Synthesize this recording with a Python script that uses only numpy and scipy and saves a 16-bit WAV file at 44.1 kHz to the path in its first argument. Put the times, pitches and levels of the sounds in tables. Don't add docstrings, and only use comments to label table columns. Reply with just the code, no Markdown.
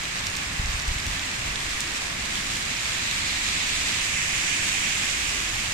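import sys
import numpy as np
from scipy import signal
from scipy.fft import rfft, irfft, next_fast_len
from scipy.io import wavfile
from scipy.ndimage import uniform_filter1d

SR = 44100
rng = np.random.default_rng(int(sys.argv[2]) if len(sys.argv) > 2 else 0)


def invert_db(level):
    return 10 ** (np.asarray(level, dtype=float) / 20)


def persist_wave(psi):
    counts = np.round(np.clip(psi, -1, 1) * 32767).astype(np.int16)
    wavfile.write(sys.argv[1], SR, np.atleast_2d(counts).T)


N = 252693

# (pitch [Hz], level per Hz [dB])
RAIN_COLOUR = [(300, -19.5), (520, -7.5), (900, -5), (1200, -2.5), (1450, -4), (1700, 1), (2300, 1),
               (3100, -4.5), (5500, -7.5), (7600, -8), (8300, -14), (9500, -13.5), (10200, -21.5),
               (15000, -26)]
# (time [s], crackle level [dB])
NEAR_RAIN = [(0, -44), (.4, -41), (.8, -54), (1.6, -40), (2.1, -40), (2.6, -37), (3.2, -38.5), (4, -36),
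             (5.73, -39)]
# (time [s], level [dB], left minus right [dB], pitch [Hz])
DRIPS = [(0.0352, -26, -1, 6200), (0.0412, -27, -7, 4130), (0.0542, -27, -3, 2760), (0.2687, -19, -1, 5500),
         (0.3006, -28, -5, 5510), (0.3405, -30, 0, 4310), (0.3535, -25, 0, 3960), (0.3655, -25, -1, 6500),
         (0.3695, -22, -2, 4600), (0.6588, -27, -3, 5170), (0.7985, -25, -6, 4650), (0.8204, -29, -1, 7240),
         (0.8793, -28, -2, 7500), (0.9831, -25, -6, 3100), (1.001, -26, -3, 4310), (1.0659, -25, 1, 7580),
         (1.1946, -22, -8, 3450), (1.3153, -25, -5, 2760), (1.5578, -22, -11, 3800),
         (1.6047, -26, -6, 3270), (1.8052, -19, 1, 6000), (1.8077, -29, -15, 6720), (1.8150, -24, -2, 5500),
         (2.2582, -27, -2, 4130), (2.3549, -20.5, -1, 2930), (2.3769, -25, -6, 2930),
         (2.5585, -27, -5, 3450), (2.6253, -25, 0, 4650), (2.769, -26, -6, 5680), (3.1122, -18.5, 1, 3700)]
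# (time [s], spray level [dB], facing [1 coming on, 0 side-on, -1 going away])
CAR = [(0, -42.5, 0.84), (.9, -39, 0.4), (2.1, -38.5, 0.53), (2.65, -34.5, 0.14), (2.9, -32, 0.18),
       (3.3, -31.5, 0.97), (3.7, -29, 0.48), (3.95, -28, -0.031), (4.25, -26.5, -0.53), (4.5, -25.5, -0.62),
       (4.8, -25.5, -.7), (5.05, -25.5, -0.76), (5.35, -27, -1.1), (5.73, -30, -1)]
# (pitch [Hz], level per Hz [dB])
SPRAY_COLOUR = [(700, -37), (1300, -13), (1700, 0), (2100, 3), (2450, 6), (3000, 1), (3700, 2), (5200, -4),
                (6400, -2), (7200, -0.5), (7800, -2), (8400, -7), (10300, -17.5), (15000, -29)]
# (start [s], hold [s], level [dB])
GUSTS = [
    (.43, .05, -41),
    (.58, .2, -41),
    (.9, .2, -40),
    (1.37, .12, -39),
    (2.02, .55, -45),
    (3.3, .35, -46),
    (5.05, .6, -45),
]
# (time [s], peak [dB], push or pull [+1 or -1], length [ms])
WIND_BLOWS = [(.598, -15, 1, 3.8), (.645, -32, -1, 4.4), (.657, -23, 1, 5.8), (0.694, -20.5, -1, 6.7),
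              (.751, -20, 1, 6.6), (0.881, -24, 1, 6.8), (.89, -17.5, -1, 7.5), (0.915, -19.5, 1, 5.8),
              (.964, -22, 1, 4.8), (1.076, -23.5, -1, 4.2), (1.102, -25, -1, 5.9), (1.115, -31, 1, 7)]
# (pitch [Hz], level per Hz [dB])
WIND_COLOUR = [(7.1, -31), (12, -6), (27, 5), (69, 1.5), (111, -5), (172, -17), (200, -13.5), (260, -44),
               (440, -120)]
# (pitch [Hz], level per Hz [dB])
TRAFFIC_COLOUR = [(35, -3.5), (60, -5.5), (97, -0.5), (124, -3), (233, -4), (265, -5), (424, -12),
                  (600, -15.5), (780, -20), (1320, -120)]
# (pitch [Hz], likeness [-1 to 1])
LIKENESS = [(60, 1), (92, 1), (140, 1), (210, 0.89), (330, 0.77), (500, -0.58), (770, -0.11), (1170, 0.075),
            (1790, -0.11), (2740, -0.015), (4190, 0.012), (6410, -0.0036), (9810, -0.054), (15000, -0.13)]
# (pitch [Hz], left minus right [dB])
PORTS = [(300, -0.5), (700, -1.5), (1500, -1), (2000, -0.5), (2700, -6), (3600, -5), (5000, -1.5),
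         (7000, -2), (8500, 4), (9500, 0.5), (11000, -5.5), (12000, -8.5), (13000, -3), (14000, -1)]

SIZE = next_fast_len(N)
HZ = np.arange(1, SIZE // 2 + 2) * SR / SIZE
SIDES = np.array([[.5], [-.5]])
HISS_DB, TRAFFIC_DB = -30.5, -41

RING_HZ, SPIT_PER_OCTAVE_DB = 4000, 8
SPIT_DB, SPIT_SHADE_DB = -20, 2

ROAR_HZ, SWISH_HZ, SIZZLE_HZ = 2000, 4000, 7500
ROAR_DB, SWISH_DB, SIZZLE_DB, PAN_DB = (0, 4), (-.5, 6), (-0.05, 2.5), (-1.2, 1)
GLINT_FACING, GLINT_WIDTH = -.45, .27
GLINT_DB, HOLLOW_DB, SWELL_DB = 3, 4.5, 4

BREEZE_DB, GUST_ATTACK_S, GUST_RELEASE_S = -44.5, 0.024, 0.076
TOP_HZ = 15130


def in_time(rows):
    s, *columns = np.transpose(rows)
    return [np.interp(np.arange(N) / SR, s, column) for column in columns]


def at_hz(points, hz):
    point_hz, value = np.array(points).T
    return np.interp(np.log(hz), np.log(point_hz), value)


def rms_one(x):
    return x / np.sqrt(np.mean(x ** 2) + 1e-20)


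def drift(rate):
    r = np.exp(-80 * np.pi * rate / SR)
    chance = rng.standard_normal(N // 40 + 2002)
    slow = signal.lfilter([1], [1, -2 * r, r * r], chance)[2000:]
    return np.interp(np.arange(N) / 40, np.arange(len(slow)), rms_one(slow))


def ring(clicks, hz, cycles):
    r = invert_db(-60 * hz / (cycles * SR))
    w = 2 * np.pi * hz / SR
    strike, fade = [(1 - r * r) / 2, 0, (r * r - 1) / 2], [1, -2 * r * np.cos(w), r * r]
    return signal.lfilter(strike, fade, clicks + 1e-18)


def diffuse(colour, lag=0, direct=0):
    mid, side, ray = rfft(rng.standard_normal((3, SIZE)))
    alike = np.clip(at_hz(LIKENESS, HZ), -1, 1)
    around = np.sqrt((1 + alike) / 2) * mid + np.sqrt((1 - alike) / 2) * side * [[1], [-1]]
    late = ray * np.exp(-2j * np.pi * HZ * lag * SIDES / SR)
    direct = np.clip(direct, 0, 1)
    return invert_db(at_hz(colour, HZ)) * (np.sqrt(1 - direct) * around + np.sqrt(direct) * late)


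def patchy(spectra, low_hz, count, band_db):
    out = 0
    scale = np.sqrt(np.mean(irfft(spectra, SIZE) ** 2))
    place = np.clip(2 * np.log2(HZ / low_hz), 0, count - 1)
    for k in range(count):
        share = np.clip(1 - abs(place - k), 0, 1)
        band = irfft(spectra * share, SIZE)[:, :N]
        out = out + band * invert_db(band_db(low_hz * 2 ** (k / 2)))
    return out / scale


def far_rain(hiss_db):
    sheets = 0.5 * drift(9.6) + 1.5 * drift(15.0)

    def swell(hz):
        return np.clip(hz / 5000, .15, 1) * (0.61 * sheets + 0.5 * drift(23))

    noise = diffuse(RAIN_COLOUR, lag=-17, direct=.1)
    return invert_db(hiss_db) * patchy(noise, 350, count=12, band_db=swell)


def crackle(crackle_db, per_s=900, spread_db=4.5, cycles=2.04):
    sizes = invert_db(spread_db * np.minimum(rng.exponential(1, N), 3.6)) * rng.choice([-1, 1], N)
    born = rng.random(N) < per_s * invert_db(5 * drift(8)) / SR
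    kind = rng.integers(0, 16, N)
    out = np.zeros((2, N))
    for k, hz in enumerate(np.geomspace(2600, 11500, 16)):
        burst = ring(sizes * born * (kind == k), hz, cycles) * invert_db(at_hz(RAIN_COLOUR, hz))
        pan_db, lag = rng.normal(0, 3), rng.integers(-22, 23)
        out += np.stack([np.roll(burst, lag), burst]) * invert_db(pan_db * SIDES)
    soften = signal.butter(2, 8500, fs=SR, output="sos")
    return invert_db(crackle_db) * rms_one(signal.sosfilt(soften, out))


def energy_one(x):
    return x / np.sqrt(np.sum(x ** 2, axis=1, keepdims=True))


def drips(splat_ms=.6, cycles=11, wide_db=-14):
    out, t = np.zeros((2, N)), np.arange(300) / SR
    noise = rng.standard_normal((len(DRIPS), 3, 300))
    body = signal.butter(3, [2000, 8400], "band", fs=SR, output="sos")
    top = signal.butter(2, 9000, "high", fs=SR, output="sos")
    for (s, level_db, pan_db, hz), grit in zip(DRIPS, noise):
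        small_db = SPIT_PER_OCTAVE_DB * np.log2(hz / RING_HZ)
        spit_db = SPIT_DB - SPIT_SHADE_DB * abs(pan_db) + small_db
        splat = (grit[0] + .6 * grit[1:]) * t * np.exp(-t * 1600 / splat_ms)
        first_contact = 2.5 * splat.max() * (np.arange(300) == 8)
        splat = splat + first_contact
        ringing = ring(splat, hz, cycles * RING_HZ / hz)
        drop = energy_one(signal.sosfilt(body, invert_db(wide_db + small_db) * splat + ringing))
        spit = invert_db(spit_db + 4) * energy_one(signal.sosfilt(top, splat))
        at = round(s * SR)
        out[:, at:at + 300] += (drop + spit) * invert_db(level_db + 16 + pan_db * SIDES)
    return out


def spray():
    level_db, facing = in_time(CAR)
    turning = (ROAR_DB, SWISH_DB, SIZZLE_DB, PAN_DB)
    roar_db, swish_db, sizzle_db, pan_db = (side_db + turn_db * facing for side_db, turn_db in turning)
    glint = np.exp(-((facing - GLINT_FACING) / GLINT_WIDTH) ** 2)
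    roar_db = roar_db + SWELL_DB * glint
    swish_db = swish_db - HOLLOW_DB * glint
    sizzle_db = sizzle_db + GLINT_DB * glint
    surge = 0.22 * drift(24.0)

    def near(hz, centre_hz):
        return np.exp(-(np.log2(hz / centre_hz) / .35) ** 2)

    def bands(hz):
        shift_db = roar_db * near(hz, ROAR_HZ) + swish_db * near(hz, SWISH_HZ)
        shift_db = shift_db + sizzle_db * near(hz, SIZZLE_HZ)
        return shift_db + surge + 0.75 * drift(13)

    noise = diffuse(SPRAY_COLOUR, lag=18.06, direct=0.21)
    return invert_db(level_db + pan_db * SIDES) * patchy(noise, 1020, count=9, band_db=bands)


def gusts():
    t, power = np.arange(N) / SR, invert_db(2 * BREEZE_DB)
    for s, hold_s, level_db in GUSTS:
        rise = (t - s) / GUST_ATTACK_S
        fall = 1 + (s + GUST_ATTACK_S + hold_s - t) / GUST_RELEASE_S
        shape = np.clip(np.minimum(rise, fall), 0, 1)
        power = power + (invert_db(level_db) * shape) ** 2
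    return 10 * np.log10(power)


def wind(wind_db):
    shared, own = rfft(rng.standard_normal(SIZE)), rfft(rng.standard_normal((2, SIZE)))
    own_db = -19.5 + 13.2 * np.exp(-(np.log2(HZ / 80) / 1.2) ** 2)
    spectra = invert_db(at_hz(WIND_COLOUR, HZ)) * (shared + invert_db(own_db) * own)
    eddies = irfft(spectra, SIZE)[:, :N]
    lumps = invert_db(wind_db + 0.65 * drift(9.3)) * rms_one(eddies)
    blows, t = np.zeros(N), np.arange(N) / SR
    for s, peak_db, sign, ms in WIND_BLOWS:
        blows += np.sign(sign) * invert_db(peak_db + 1.8) * np.exp(-((t - s) * 1600 / ms) ** 2)
    leak = signal.butter(1, 22, "high", fs=SR, output="sos")
    return lumps + signal.sosfilt(leak, blows)


def traffic(traffic_db):
    def unevenness(hz):
        return 1.8 * drift(1.8)

    return invert_db(traffic_db) * patchy(diffuse(TRAFFIC_COLOUR), 58.0, count=7, band_db=unevenness)


def thin_top(x, from_hz=9300, rarity=.65):
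    hz, frames, cells = signal.stft(x, SR, nperseg=2048)
    chance = rng.standard_normal(cells.shape[1:])
    chance = uniform_filter1d(chance, size=6, axis=0)
    chance = uniform_filter1d(chance, size=3, axis=1)
    kept = (rms_one(chance) < rarity) | (hz[:, None] < from_hz)
    dips = np.repeat(rng.geometric(.5, len(frames)) - 1, 2)[:len(frames)]
    ceiling = TOP_HZ - 220 * dips
    return signal.istft(cells * kept * (hz[:, None] < ceiling), SR, nperseg=2048)[1][:, :N]


def scene():
    crackle_db, = in_time(NEAR_RAIN)
    field = far_rain(HISS_DB) + crackle(crackle_db) + spray() + traffic(TRAFFIC_DB)
    port_gain = invert_db(at_hz(PORTS, HZ) * SIDES)
    coloured = irfft(rfft(field, SIZE) * port_gain, SIZE)[:, :N]
    return coloured + drips() + wind(gusts())


def roll_off(x):
    return signal.sosfilt(signal.butter(12, 15780, fs=SR, output="sos"), x)


def record(dry):
    mix = thin_top(dry)
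    return roll_off(mix)


dry = scene()
out = record(dry)
persist_wave(out)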